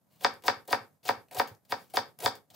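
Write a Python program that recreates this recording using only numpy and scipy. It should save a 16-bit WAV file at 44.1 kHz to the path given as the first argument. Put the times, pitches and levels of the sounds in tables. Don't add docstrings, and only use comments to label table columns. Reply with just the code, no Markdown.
import sys
import numpy as np
from scipy import signal
from scipy.fft import rfft, irfft
from scipy.io import wavfile
from scipy.ndimage import uniform_filter1d

SR = 44100
rng = np.random.default_rng(int(sys.argv[2]) if len(sys.argv) > 2 else 0)


def generate_wav(signal):
    frames = np.transpose(np.atleast_2d(signal))
    scaled = np.clip(frames, -1, 1) * 32767
    pcm = np.round(scaled).astype(np.int16)
    wavfile.write(sys.argv[1], SR, pcm)


N = 112454

# f/Hz, level/dB
HISS_SPECTRUM = [(24, -47), (40, -19), (151, -5), (312, -15), (382, -21.5), (585, -15), (2770, -35.5),
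                 (9940, -32.5), (14500, -27.5), (16000, -42.5)]
# t/s, level/dB
COUNTER_BUMPS = [(.25, -49.5), (.325, -55), (.455, -54), (.492, -45), (.565, -54.5), (.728, -43.5),
                 (.81, -53.5), (1.1, -45), (1.17, -51), (1.375, -41.5), (1.51, -45.5), (1.725, -47.5),
                 (1.985, -46), (2.243, -38), (2.275, -42.5), (2.33, -60)]
# delay/s, left gain, right gain
NEAR_ECHOES = [(.0011, -0.091, 0.27), (.0031, 0.66, .5), (.0052, -0.47, .5), (.0073, .5, .2),
               (0.014, -.2, .35), (.0165, 0.59, .2), (.0195, .2, .3)]
# f/Hz, t60/s
KITCHEN_DECAY = [(100, 0.25), (300, 0.44), (800, .26), (2000, 0.28), (5000, 0.22), (12000, 0.12)]
# f/Hz, level/dB
KITCHEN_SPECTRUM = [(100, 1), (500, -13), (1500, -6.5), (3200, -9), (5000, -5), (6500, -4), (16000, 1)]
# f/Hz, correlation (0 to 1)
KITCHEN_CORRELATION = [(100, 0.89), (500, 0.83), (1500, 0.39), (5000, 0.13), (14000, 0.34)]
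# f/Hz, left minus right level/dB
STEREO_BALANCE = [(60, -0.5), (300, -2.5), (1000, 0), (2000, 1.5), (4500, 3.5), (9000, 2.5), (14000, 1.5)]
# t/s, crunch level/dB, push on the board level/dB
CUT_STROKES = [
    [(0.209, -50, -61.5), (0.231, -49.5, -52.5), (0.237, -39, -47.5)],
    [(0.438, -54, -49.5), (0.454, -47, -47), (0.471, -36, -43.5)],
    [(0.68, -49, -54.5), (0.688, -66, -41), (0.696, -54.5, -43.5), (0.704, -39.5, -96), (0.712, -62, -40),
     (0.719, -43, -39)],
    [(1.03, -69, -99), (1.056, -46, -50), (1.081, -40, -48.5)],
    [(1.312, -64, -56.5), (1.332, -49.5, -52.5), (1.338, -62.5, -62), (1.348, -60.5, -50),
     (1.362, -61.5, -40.5), (1.388, -34, -45)],
    [(1.68, -77, -103.5), (1.684, -64.5, -83), (1.712, -41.5, -49.5)],
    [(1.935, -57.5, -71), (1.941, -46, -42), (1.951, -43.5, -38.5), (1.961, -33.5, -48)],
    [(2.189, -48.5, -67), (2.195, -64, -59), (2.227, -46.5, -43), (2.25, -33, -38.5)],
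    [(2.503, -68, -87), (2.515, -74.5, -68.5), (2.527, -68.5, -73.5), (2.549, -51.5, -55.5)],
]
# t/s, level/dB, decay time constant/s
LAYER_SNAPS = [(0.3384, -42, 0.0021), (0.4225, -47.5, 0.0054), (0.438, -47, 0.0056), (0.463, -47, 0.0029),
               (0.653, -50.5, 0.0057), (0.6772, -36.5, 0.005), (0.7074, -32, 0.011), (0.722, -27.5, 0.0046),
               (1.0313, -48, 0.0033), (1.053, -37.5, 0.0029), (1.0801, -30.5, 0.01), (1.285, -48, 0.0029),
               (1.3116, -35, 0.0023), (1.3326, -40, 0.0027), (1.346, -32.5, 0.0075), (1.348, -47, 0.0035),
               (1.3673, -30.5, 0.0049), (1.398, -37, 0.0022), (1.4742, -39.5, 0.0094),
               (1.4944, -51, 0.0028), (1.5495, -50.5, 0.0031), (1.6506, -50, 0.0071), (1.8997, -50.5, 0.01),
               (1.938, -33.5, 0.0026), (2.1884, -39.5, 0.004), (2.2023, -36, 0.0089),
               (2.224, -31.5, 0.0028), (2.238, -35, 0.004), (2.26, -18, 0.0015), (2.353, -42, 0.0068),
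               (2.5023, -46.5, 0.0062)]
# t/s, level/dB
FAINT_RUSTLES = [
    [(0.07, -103), (0.112, -63.5), (0.188, -63.5), (0.21, -58)],
    [(1.6, -93.5), (1.66, -87), (1.67, -90), (1.68, -62)],
    [(1.76, -66), (1.812, -61), (1.926, -66.5), (1.935, -55)],
]
# f/Hz, level/dB
CRUNCH_SPECTRUM = [(600, -28), (1500, -10), (3000, -3.5), (4500, -2.5), (6000, -7.5), (9000, -8),
                   (12000, -7.5), (14500, -6), (16000, -2)]
# f/Hz, bandwidth/Hz, level/dB
PUSHED_MODES = [(390, 100, -13), (520, 45, -4), (745, 45, 0), (930, 100, -12), (1500, 900, -22)]
# t/s, blade tick level/dB, upper board modes level/dB, deep board modes level/dB
BLADE_LANDINGS = [(.2470, -17.5, -16.5, -19), (.4814, -18.5, -16.5, -19.5), (.7290, -22.5, -18.5, -20),
                  (1.0906, -24.5, -20.5, -19.5), (1.3979, -24, -20, -19), (1.7224, -27, -25, -25),
                  (1.9710, -19.5, -21, -21), (2.2605, -18, -21, -20.5)]
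# f/Hz, level/dB, t60/s
BOARD_MODES = [(207.3, -26.5, 0.047), (285, -10.5, 0.021), (453.5, -10.5, 0.033), (536, -8, 0.067),
               (745.6, -2, 0.028), (902, 1.5, 0.021), (1209.7, -13, 0.028), (1303, -8.5, 0.033),
               (1585.5, 0.5, 0.011), (1808, 9.5, 0.0077), (2187, 11.5, 0.006), (2590, 10.5, 0.0039)]
# f/Hz, level/dB, t60/s
BLADE_MODES = [(3563, 6, 0.0048), (4396, -6.5, 0.012), (4822, 11, 0.0027), (5343, -9, 0.002),
               (6020, -19, 0.0097), (8420, -21, 0.0057)]

HISS_DB, HISS_CORRELATION = -62, 0.38
THUD_HZ, THUD_T60_S, THUD_RISE_CYCLES = 109.5, 0.098, 0.44

TAIL_DB, TAIL_RISE_S = -4, 0.0084
ECHO_LOW_HZ, ECHO_HIGH_HZ = 650, 2320
ONION_ROOM_DB = -0.5

GRAINS_PER_S, GRAIN_SPREAD_DB, PATCH_DB = 2400, -2.5, 2.8
PUSH_DB, SNAP_DB = 3.5, -5.5
LANDING_HOLD_S = 0.0095

KNOCK_DB, UPPER_BOARD_DB = 6.5, 1
DEEP_BELOW_HZ, DEEP_LAG_S = 1050, 0.0018
RISE_CYCLES, DEEP_RISE_CYCLES = 1, 0.59

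SHUT_BELOW_DB, OPENING_RANGE_DB = -64, 10.5
SHUT_TREBLE_DB, SHUT_BASS_DB, SPLIT_HZ = -15.5, -14.5, 3600
CLOSING_DB_PER_S = 156
BASS_CUTOFF_HZ, TREBLE_CUTOFF_HZ = 81.4, 15800


def amp(db):
    return 10 ** (np.asarray(db, float) / 20)


def evened(x):
    return x / np.sqrt(np.mean(x ** 2) + 1e-20)


def read(points, hz):
    f, value = np.transpose(points)
    return np.interp(np.log(hz + 1), np.log(f + 1), value)


def colour(x, points):
    gain = amp(read(points, np.fft.rfftfreq(N, 1 / SR)))
    return irfft(rfft(x) * gain, N)


def correlated(a, b, correlation):
    return np.array([a, correlation * a + np.sqrt(1 - correlation ** 2) * b])


def ring(modes, rise_cycles, weight=-1):
    t = np.arange(SR // 3) / SR
    x = np.zeros(len(t))
    for k, (hz, db, t60) in enumerate(modes):
        decay = amp(db - 60 * t / t60)
        onset = 1 - np.exp(-t * hz / rise_cycles)
        x += weight ** k * decay * onset * np.sin(2 * np.pi * hz * t)
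    return x / abs(x).max()


def blows(table, column):
    x = np.zeros(N)
    for row in table:
        x[round(row[0] * SR)] = amp(row[column])
    return x


def hiss():
    a, b = rng.standard_normal((2, N))
    pair = correlated(a, b, HISS_CORRELATION)
    return amp(HISS_DB) * evened(colour(pair, HISS_SPECTRUM))


def bumps():
    thud = ring([(THUD_HZ, 0, THUD_T60_S)], THUD_RISE_CYCLES)
    return signal.oaconvolve(blows(COUNTER_BUMPS, column=1), thud)[:N]


def kitchen(x):
    length = SR // 2
    hz, t, z = signal.stft(rng.standard_normal((2, length)), SR, nperseg=256)
    correlation = np.clip(read(KITCHEN_CORRELATION, hz), 0, 1)[:, None]
    z = correlated(z[0], z[1], correlation)
    z = z * amp(read(KITCHEN_SPECTRUM, hz)[:, None] - 60 * t / read(KITCHEN_DECAY, hz)[:, None])
    tail = signal.istft(z, SR, nperseg=256)[1][:, :length]
    tail = tail * np.minimum(np.arange(length) / SR / TAIL_RISE_S, 1) ** 2
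    tail = amp(TAIL_DB) * tail / np.linalg.norm(tail, axis=1)[:, None]

    near = np.zeros(tail.shape)
    for s, left, right in NEAR_ECHOES:
        near[:, round(s * SR)] = left, right
    near = signal.lfilter(*signal.butter(1, [ECHO_LOW_HZ, ECHO_HIGH_HZ], "band", fs=SR), near)
    return signal.fftconvolve(x[None], tail + near, axes=1)[:, :N]


def stroke_level(column):
    t, out = np.arange(N) / SR, np.zeros(N)
    for cut in CUT_STROKES:
        rows = np.array(cut)
        level = amp(np.interp(t, rows[:, 0], rows[:, column], left=-200))
        out += level * (t < rows[-1, 0] + LANDING_HOLD_S)
    return out


def crackle():
    sizes_db = GRAIN_SPREAD_DB * np.minimum(rng.exponential(1, N), 3)
    grains = (rng.random(N) < GRAINS_PER_S / SR) * amp(sizes_db) * rng.choice([-1., 1.], N)
    fizz = rng.standard_normal(N)
    z = signal.stft(colour(evened(grains) + fizz, CRUNCH_SPECTRUM), nperseg=128)[2]
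    patches = uniform_filter1d(rng.standard_normal(z.shape), size=8, axis=0)
    patches = uniform_filter1d(patches, size=5, axis=1)
    return evened(signal.istft(z * amp(PATCH_DB * evened(patches)), nperseg=128)[1][:N])


def pushed_board():
    push = np.zeros(N)
    for hz, width, db in PUSHED_MODES:
        resonator = signal.iirpeak(hz, hz / width, SR)
        push += amp(db) * evened(signal.lfilter(*resonator, rng.standard_normal(N)))
    return amp(PUSH_DB) * stroke_level(column=2) * evened(push)


def onion():
    t = np.arange(N) / SR
    level = stroke_level(column=1)
    for rustle in FAINT_RUSTLES:
        level += amp(np.interp(t, *np.transpose(rustle), left=-200, right=-200))
    for s, db, decay in LAYER_SNAPS:
        level += amp(db + SNAP_DB) * (t >= s) * np.exp(-np.maximum(t - s, 0) / decay)
    return level * crackle() + pushed_board()


def knocks():
    deep_modes = [m for m in BOARD_MODES if m[0] <= DEEP_BELOW_HZ]
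    upper_modes = [m for m in BOARD_MODES if m[0] > DEEP_BELOW_HZ]
    blade = ring(BLADE_MODES, RISE_CYCLES)
    upper = amp(UPPER_BOARD_DB) * ring(upper_modes, RISE_CYCLES, weight=0.72)
    deep = np.pad(ring(deep_modes, DEEP_RISE_CYCLES), (round(DEEP_LAG_S * SR), 0))
    parts = [blade, upper, deep]
    hits = sum(signal.oaconvolve(blows(BLADE_LANDINGS, column=k + 1), body)[:N]
               for k, body in enumerate(parts))
    return amp(KNOCK_DB) * hits


def scene():
    hits, cut = knocks(), onion()
    both = hits + cut + bumps() + kitchen(hits + amp(ONION_ROOM_DB) * cut)
    left = colour(both[0], [(f, db / 2) for f, db in STEREO_BALANCE])
    right = colour(both[1], [(f, -db / 2) for f, db in STEREO_BALANCE])
    return np.array([left, right]) + hiss()


def record(dry):
    power_db = 10 * np.log10(abs(uniform_filter1d((dry ** 2).mean(0), 300)) + 1e-12)
    shut = np.clip((SHUT_BELOW_DB + OPENING_RANGE_DB - power_db) / OPENING_RANGE_DB, 0, 1)
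    fall = np.arange(N) * CLOSING_DB_PER_S / SR
    treble_db = np.maximum.accumulate(SHUT_TREBLE_DB * shut + fall) - fall
    treble_db = uniform_filter1d(treble_db, 100)
    bass_db = treble_db * SHUT_BASS_DB / SHUT_TREBLE_DB

    bass = signal.filtfilt(*signal.butter(1, SPLIT_HZ, fs=SR), dry)
    gated = bass * amp(bass_db) + (dry - bass) * amp(treble_db)
    gated = signal.sosfilt(signal.butter(4, BASS_CUTOFF_HZ, "high", fs=SR, output="sos"), gated)
    lowpass = signal.firwin(511, TREBLE_CUTOFF_HZ, window=("kaiser", 9), fs=SR)
    return signal.oaconvolve(gated, lowpass[None], "same")


dry = scene()
out = record(dry)
generate_wav(out)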